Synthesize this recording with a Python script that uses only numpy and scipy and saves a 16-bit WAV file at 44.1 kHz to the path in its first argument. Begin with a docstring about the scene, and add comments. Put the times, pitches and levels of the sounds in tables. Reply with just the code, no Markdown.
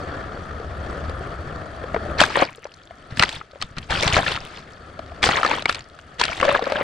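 """Just above the sea beside the hull of a fast boat, heard from inside a waterproof housing.
Coloured noise and foam bubbles make the rush of the bow wave over the engine's wavering orders.
Waves then drench the housing: gusts of hiss, swarms of bubbles, low pushes and single slaps whose
trapped bubbles ring. The rush is much quieter after loud splashes. At the end an air pocket at the
microphone gurgles as a resonator excited by noise."""
import sys
import numpy as np
from scipy import signal
from scipy.fft import rfft, irfft, next_fast_len
from scipy.io import wavfile
from scipy.ndimage import uniform_filter1d

SR = 44100
rng = np.random.default_rng(int(sys.argv[2]) if len(sys.argv) > 2 else 0)


def decibels_to_gain(level_db):
    """Convert a level in decibels to a linear amplitude gain (20 dB per decade)."""
    exponent = np.asarray(level_db, float) / 20
    return 10 ** exponent


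def waveform_to_disk(signal):
    """Save audio, clipped to [-1, 1], as 16-bit WAV at the path in sys.argv[1]."""
    frames = np.transpose(np.atleast_2d(signal))
    scaled = np.clip(frames, -1, 1) * 32767
    samples = np.round(scaled).astype(np.int16)
    wavfile.write(sys.argv[1], SR, samples)


N = 301185
BODY, BRIGHT = (800, 3000), (3000, 10000)  # bands that set the levels of rush and waves, Hz


def evened(x):
    """Normalization: scales x to rms 1."""
    return x / np.sqrt(np.mean(x ** 2) + 1e-20)


def read(points, hz):
    """Spectral envelope: interpolates a table on a log-frequency axis."""
    f, value = np.transpose(points)
    return np.interp(np.log(hz + 1), np.log(f + 1), value)


def curve(rows, column):
    """Temporal envelope: one table column at every sample, joined by straight lines."""
    rows = np.array(rows)
    return np.interp(np.arange(N) / SR, rows[:, 0], rows[:, column])


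def bumps(modes, hz):
    """Resonance: the summed gain of peaks, each given as (Hz, width Hz, dB)."""
    return sum(decibels_to_gain(db) / np.sqrt(1 + (2 * (hz - f) / width) ** 2) for f, width, db in modes)


def noise(gain, size, patchy_db, flicker_db, span):
    """Turbulence: two unrelated noises of one colour share drifting patches and a wide-band flicker."""
    hz = np.fft.rfftfreq(size, 1 / SR)
    frames = 4 * N // size + 5
    a, b, c, d, patches = rng.standard_normal((frames, len(hz), 5)).T
    # smoothed along both frequency and time
    patches = evened(uniform_filter1d(uniform_filter1d(patches, span, 0), span, 1))
    flicker = evened(uniform_filter1d(rng.standard_normal(frames), size=2))
    unevenness = decibels_to_gain(patchy_db * patches + flicker_db * flicker)
    spectra = np.array([a + 1j * b, c + 1j * d]) * gain(hz)[:, None] * unevenness
    return evened(signal.istft(spectra, nperseg=size, noverlap=3 * size // 4)[1][:, :N])


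def bubble(hz, t60, half_climb, soft_s):
    """Damped bubble oscillation: pitch climbs near the surface; complex, to serve both channels."""
    t = np.arange(int(t60 * SR) + 8) / SR
    turns = hz * t * (1 + half_climb * t / t60)  # the pitch climbs by twice this share within t60
    return np.exp(2j * np.pi * turns) * decibels_to_gain(-60 * t / t60) * (1 - np.exp(-t / soft_s))


def bubbles(colour, per_s, cycles, spread_db, low_hz=300, high_hz=14000, count=26):
    """Random superposition: a swarm of ringing bubbles of many pitches, a few of them strong."""
    out = np.zeros((2, N))
    for hz, (u, v) in zip(np.geomspace(low_hz, high_hz, count), rng.random((count, 2))):
        births = rng.random(N) < per_s / count / SR
        strengths = births * decibels_to_gain(spread_db * np.minimum(rng.exponential(1, N), 3))
        grain = bubble(hz, cycles * (.5 + u) / hz, 0.17 * v, 0.8 / hz)
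        # equal steps of log frequency cover a bandwidth proportional to hz
        grain = grain / np.linalg.norm(grain) * decibels_to_gain(read(colour, hz)) * np.sqrt(hz)
        out[0] += signal.oaconvolve(strengths, grain.imag)[:N]
        out[1] += signal.oaconvolve(strengths * rng.choice([-1, 1], N), grain.real)[:N]
    return evened(out)


def band_level(x, band):
    """Band-limited level: scales x so that the given band has rms 1 in its first channel."""
    part = signal.sosfilt(signal.butter(4, band, "band", fs=SR, output="sos"), x[0])
    return x / np.sqrt(np.mean(part ** 2))


def split(x, hz):
    """Complementary filtering: parts of x below and above hz, which sum to x."""
    high = signal.sosfiltfilt(signal.butter(2, hz, "high", fs=SR, output="sos"), x)
    return x - high, high


# surges of water over the housing: start_s [s], hold_s [s], force_db [dB],
# brightness_db [dB relative to force], push_db [dB]
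SURGES = [(2.178, 0.039, -20, -6.5, -35), (2.286, 0.017, -32.5, -5, -43), (2.338, 0.071, -21, -16.5, -39.5),
          (3.093, .02, -45, -10, -35), (3.156, .02, -41, 0, -28.5), (3.183, 0.029, -25, -4.5, -40),
          (3.264, 0.084, -38.5, -3, -43.5), (3.347, 0.037, -51, -17, -51), (3.599, 0.0065, -39.5, -4, -40),
          (3.633, 0.0034, -64, -14, -38), (3.758, 0.0025, -36.5, -15, -34), (3.815, .004, -49.5, 1, -45),
          (3.889, 0.097, -26.5, -5.5, -28), (4.007, 0.063, -22.5, -7, -29), (4.116, 0.028, -22.5, -2, -25),
          (4.152, 0.0093, -17, -22, -38), (4.22, .02, -30.5, -5.5, -34), (4.26, 0.048, -26, -7, -32),
          (4.338, 0.0083, -33.5, -13, -37), (4.395, 0.18, -45, -5, -53), (5.222, 0.021, -20.5, 0, -25.5),
          (5.28, 0.097, -24, -11, -46), (5.43, 0.036, -25.5, -12.5, -42), (5.485, 0.036, -24, -14.5, -40),
          (5.547, 0.024, -31, -10.5, -38.5), (5.668, 0.027, -34.5, -4.5, -35.5),
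          (5.735, 0.031, -40, -13, -58), (6.184, 0.042, -25.5, -7, -36), (6.266, 0.052, -33, -7.5, -42),
          (6.357, .03, -33.5, -8, -40), (6.422, .12, -25, -14, -37), (6.603, 0.16, -32, -15, -46),
          (6.747, .08, -29, -22, -44)]


def surging(levels_db, fall_db_per_s):
    """Energy addition: surges rise fast, hold and drain away; their powers add into one gain."""
    attack_s, attack_db = 0.016, 18.5
    t = np.arange(0, N / SR + .002, .001)
    power = 0
    for (start_s, hold_s, *_), db in zip(SURGES, levels_db):
        early = np.maximum(start_s + attack_s - t, 0)
        late = np.maximum(t - start_s - attack_s - hold_s, 0)
        level_db = db - attack_db * early / attack_s - fall_db_per_s * late
        power = power + (t >= start_s) * decibels_to_gain(level_db) ** 2
    return np.interp(np.arange(N) / SR, t, np.sqrt(power))


# levels of the steady sounds as heard; they fall after loud splashes and slowly recover:
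# start_s [s], rush_db [dB], drone_db [dB]
STEADY_LEVELS = [(0.0, -36, -44), (0.69, -42, -37), (0.92, -37, -36.5), (1.14, -38.5, -32.5),
                 (1.8, -41.5, -41.5), (2.07, -36, -37), (2.19, -35, -38), (2.5, -57.5, -63),
                 (2.77, -59, -59), (3.15, -49, -57), (3.44, -59.5, -63), (3.88, -54.5, -50),
                 (4.45, -47, -52), (4.75, -50, -51.5), (5.22, -46.5, -44.5), (5.82, -55, -56),
                 (6.19, -52.5, -55)]
# spectrum of broken water: pitch_hz [Hz], level_db [dB per Hz]
RUSH_COLOUR = [(15, -39), (25, -9), (74, 0.5), (185, -6), (659, -10), (887, -20), (1370, -16), (2760, -29),
               (9320, -39.5), (11900, -67), (16000, -84)]
# resonances of the housing: pitch_hz [Hz], width_hz [Hz], level_db [dB]
HOUSING = [(660, 34, 9), (1270, 140, 14), (1760, 31, 17.5), (3300, 310, 6), (4480, 72, 10.5)]


def rush():
    """Turbulent flow noise: housing-coloured water streams past with fizzing foam and stray droplets."""
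    full_db, full_fizz_db = -37, -52  # reference levels of rush and fizz before the first drenching
    fizz_follows = 0.51  # share of the rush's level change, in dB, that the fizz follows
    drips_db, drips_per_s = -62.5, 90
    runoff_db, runoff_db_per_s = -23.5, 66  # droplets left by a surge, relative to its force; fading

    water = noise(lambda hz: decibels_to_gain(read(RUSH_COLOUR, hz)) * (0.87 + bumps(HOUSING, hz)),
                  512, patchy_db=1.4, flicker_db=1.53, span=7)
    foam = bubbles(RUSH_COLOUR, 500, 25, 5.0, low_hz=244.0, high_hz=9120)
    body, fizz = split(water + decibels_to_gain(-15) * foam, 1960)
    drips = bubbles(SPLASH_COLOUR, drips_per_s, 9.4, 4.4, low_hz=1450, high_hz=10300)
    force_db = np.transpose(SURGES)[2]
    dripping = decibels_to_gain(drips_db) + surging(force_db + runoff_db, runoff_db_per_s)

    level_db = curve(STEADY_LEVELS, column=1)
    fizz_db = full_fizz_db + fizz_follows * (level_db - full_db)
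    streaming = decibels_to_gain(level_db) * band_level(body, BODY)
    fizzing = decibels_to_gain(fizz_db) * band_level(fizz, BRIGHT)
    return streaming + fizzing + dripping * drips


# engine orders, blurred by the chop: pitch_hz [Hz], width_hz [Hz],
# half_level_db [dB, doubled as the gain is squared]
ENGINE_ORDERS = [(66, 68, -7), (71.4, 17, 2), (92, 12, -6.5), (147, 10, -5)]
# firing rate of the engine: start_s [s], pitch_hz [Hz]
FIRING = [(0, 73.5), (1.2, 75.65), (6.83, 75)]


def drone():
    """Harmonic excitation: a wavering firing tone and its octave within an uneven throb through the hull."""
    hum = noise(lambda hz: bumps(ENGINE_ORDERS, hz) ** 2, 4096, 0.49, 0.49, 5)
    waver_hz = 1.44 * evened(uniform_filter1d(rng.standard_normal(N), 6000))
    turns = np.cumsum(curve(FIRING, column=1) + waver_hz) / SR
    tone = decibels_to_gain(-6.0) * np.sin(2 * np.pi * turns) + decibels_to_gain(-10.5) * np.sin(2 * 2 * np.pi * turns)
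    return decibels_to_gain(curve(STEADY_LEVELS, column=2)) * (hum + tone * [[1], [0]])  # the twin has no tone


# single slaps and drops: start_s [s], level_db [dB], pitch_hz [Hz, of the trapped bubble],
# crack_db [dB, bright part relative to 10 dB above the dull part]
DROPS = [(0.599, -20.5, 450, -18), (0.862, -26, 470, -12), (1.095, -18.5, 500, -14),
         (1.838, -17.5, 486, -25), (1.944, -5.5, 636, -29), (1.962, -6, 429, -46), (2.194, -8.5, 1890, -39),
         (2.204, 1, 3150, -6.5), (2.214, 1, 592, -9), (2.237, -1.5, 1580, -49), (2.302, -17, 1260, -22),
         (2.356, -5, 1810, -40), (2.371, -4, 543, -40), (2.421, 2.5, 526, -41), (2.423, -3, 686, -31),
         (2.523, -41, 2500, -8), (2.573, -44, 4800, -3), (2.581, -32.5, 446, -34), (2.643, -32.5, 5820, -6),
         (2.653, -19.5, 584, -26), (2.666, -31, 915, -12), (2.739, -39.5, 4220, 0), (2.908, -26, 670, -21),
         (3.172, -19.5, 1704, -2), (3.195, -3, 2840, -4), (3.224, 0, 1270, -6.5), (3.234, 2.5, 1934, -11),
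         (3.291, -21, 1810, 5.5), (3.412, -19, 1250, -33), (3.533, -32, 547, -30), (3.557, -29.5, 560, -21),
         (3.615, -18, 4230, -6), (3.623, -15.5, 1210, 0.5), (3.783, -26.5, 1850, 6.5),
         (3.906, -17.5, 1750, 1), (3.987, -40, 1580, -9), (4.025, -20, 1350, 10), (4.077, -14.5, 2950, 6.5),
         (4.166, 0, 1290, -20), (4.264, -7.5, 1720, -23), (4.318, -13, 3120, -27), (4.362, -16, 3030, -8),
         (4.374, -18, 1300, -28), (4.991, -15.5, 640, -20), (5.119, -23, 666, -30), (5.229, -9.5, 3300, -2),
         (5.239, -1, 3270, -11), (5.265, -9.5, 487, -21), (5.289, 1.5, 776, -18), (5.311, -8.5, 1910, -41),
         (5.369, -10, 2180, -13), (5.431, -1.5, 1300, -20), (5.448, -3.5, 1240, -29),
         (5.462, -4.5, 1730, -12), (5.512, -3, 930, -20), (5.622, -24.5, 600, 2), (5.656, -2, 2166, -16.5),
         (5.691, -16, 4700, -38), (5.694, -1.5, 1355, -11), (5.725, -27, 1340, 6), (5.746, -23, 4480, 4.5),
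         (5.754, -28, 4250, 3), (5.792, -33, 7080, -1), (5.807, -30.5, 4400, -7), (5.989, -30, 1430, -7),
         (6.197, -18, 4120, 4.5), (6.213, -1.5, 960, -8), (6.238, -14.5, 2800, 2), (6.252, -19, 624, 6),
         (6.328, -17, 2290, -17), (6.401, -8.5, 2000, -19), (6.412, -10.5, 2700, -8.5),
         (6.428, -0.5, 1105, -26), (6.451, -5, 587, -11.5), (6.489, 1, 602, -26), (6.549, 1, 1595, -32),
         (6.592, -11, 740, -38), (6.622, -9, 458, -25), (6.668, -6, 536, -50), (6.699, -14, 665, -16),
         (6.721, -5.5, 603, -15), (6.756, -8, 1600, -33), (6.81, -7, 556, -51)]


def drops():
    """Impact and entrainment: a short ragged slap is centred on the pitch of the bubble it traps."""
    ring_db, ring_follows = -4.5, 0.77  # bubble under a 0 dB slap; it grows more slowly than the slap
    ring_shrinks_db = 0.07  # dB of ring time lost per dB of weaker slap
    size = 2048
    out = np.zeros((2, N + SR))
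    t, f = np.arange(size) / SR, np.fft.rfftfreq(size, 1 / SR)
    colour = decibels_to_gain(read(SPLASH_COLOUR, f))
    bright = colour * f ** 4 / (f ** 4 + 2020.0 ** 4)

    for (start_s, db, hz, crack_db), grit in zip(DROPS, rng.standard_normal((len(DROPS), 2, size))):
        dull = (colour - bright) * (.5 + bumps([(hz, 1.0 * hz, 0)], f))
        slap = 0
        for part, part_db, t60 in ((dull, -6.5, 0.026), (bright, crack_db + 3.5, 0.014)):
            burst = evened(irfft(rfft(grit) * part))
            slap = slap + decibels_to_gain(part_db - 60 * t / t60) * burst
        slap *= 1 - np.exp(-t / 0.0012)  # soft onset

        ring = bubble(hz, (0.014 + 13 / hz) * decibels_to_gain(ring_shrinks_db * db), 0.055, 0.85 / hz)
        sign = np.sign(grit[0, 0])
        both = np.array([ring.imag, 0.53 * sign * ring.real])
        at = int(start_s * SR)
        out[:, at:at + len(ring)] += decibels_to_gain(ring_db + ring_follows * db) * both
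        out[:, at:at + size] += decibels_to_gain(db) * slap
    return out[:, :N]


# spectrum of splashing water, for waves, drops and drips: pitch_hz [Hz], level_db [dB per Hz]
SPLASH_COLOUR = [(120, -26), (200, -7), (425, -10), (625, -6), (1080, -4.5), (1810, -4), (4460, -6.5),
                 (6680, -18.5), (8480, -18.5), (12000, -56), (16100, -42)]


def waves():
    """Splash noise: water thrown over the housing hisses in gusts, with small bubbles and coarser plops."""
    drain_db_per_s = 313
    hiss = noise(lambda hz: decibels_to_gain(read(SPLASH_COLOUR, hz)), 256, 0.96, 1.74, 9)
    swarm = bubbles(SPLASH_COLOUR, 800, 22.3, 5.35)
    plops = bubbles(SPLASH_COLOUR, 120, 11.6, 4.6, low_hz=332, high_hz=9230)
    body, bright = split(hiss + decibels_to_gain(1.0) * swarm + decibels_to_gain(-3.5) * plops, 2680)
    _, _, force_db, bright_db, _ = np.transpose(SURGES)
    return (surging(force_db, drain_db_per_s) * band_level(body, BODY)
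            + surging(force_db + bright_db, drain_db_per_s) * band_level(bright, BRIGHT))


# spectrum of water pressing on the housing: pitch_hz [Hz], level_db [dB per Hz]
PUSH_COLOUR = [(12, -40.5), (20, -2), (113, 5), (242, -10), (300, -2.5), (390, -36), (660, -120)]


def push():
    """Hydrodynamic pressure: surges press on the housing as lumpy low-frequency noise."""
    ebb_db_per_s = 169
    lumps = noise(lambda hz: decibels_to_gain(read(PUSH_COLOUR, hz)), 512, 4.9, 4.4, 3)
    return surging(np.transpose(SURGES)[-1], ebb_db_per_s) * lumps


# air pocket at the microphone: start_s [s], pitch_hz [Hz], level_db [dB]
POCKET = [(6.42, 506, -28), (6.488, 587, -22), (6.54, 570, -28.5), (6.604, 503, -42), (6.656, 573, -33),
          (6.83, 580, -31)]


def gurgle():
    """Cavity resonance: trapped air rings at one wandering pitch, knocked by the water around it."""
    turn = np.exp(2j * np.pi * np.cumsum(curve(POCKET, column=1)) / SR)
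    strength = decibels_to_gain(2.9 * evened(uniform_filter1d(rng.standard_normal(N), 200)))
    knocks = rng.standard_normal((2, N)) * strength
    r = np.exp(-np.pi * 80 / SR)  # two equal poles, each 80 Hz wide, give steep skirts
    # shifted down to 0 Hz, filtered, then shifted back to the wandering pitch
    ring = signal.lfilter([(1 - r) ** 2], [1, -2 * r, r ** 2], knocks / turn)
    fade_in = np.clip((np.arange(N) / SR - POCKET[0][0]) / .007, 0, 1)
    return decibels_to_gain(curve(POCKET, column=2)) * fade_in * evened((turn * ring).real)


# left-right likeness: pitch_hz [Hz], likeness [0 to 1]
SAME = [(60, 0.93), (120, 0.99), (240, 0.96), (480, 0.99), (700, 0.68), (950, 0.11), (1890, 0.6),
        (3770, 0.76), (7520, 0.18), (15000, 0.14)]
# balance: pitch_hz [Hz], level_db [dB, left minus right]
LEFT = [(60, 2), (180, 1), (550, 4.0), (1650, 4.5), (4970, -0.5), (15000, 1)]


def scene():
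    """Partial coherence: sources and their twins mix so that left and right share more bass than treble."""
    size = next_fast_len(N)
    hz = np.fft.rfftfreq(size, 1 / SR)
    one, twin = rfft(rush() + drone() + drops() + waves() + push() + gurgle(), size)
    same = np.clip(read(SAME, hz), 0, .999)
    tilt = decibels_to_gain(read(LEFT, hz) / 2)
    shared, apart = np.sqrt((1 + same) / 2) * one, np.sqrt((1 - same) / 2) * twin
    return irfft(np.array([(shared + apart) * tilt, (shared - apart) / tilt]), size)[:, :N]


def roll_off(x):
    """The treble ends steeply here."""
    return signal.sosfilt(signal.butter(12, 16270, fs=SR, output="sos"), x)


def record(dry):
    """Amplitude clipping: the loudest slaps overload the input."""
    mix = np.clip(dry, -1, 1)
    return roll_off(mix)


dry = scene()
out = record(dry)
waveform_to_disk(out)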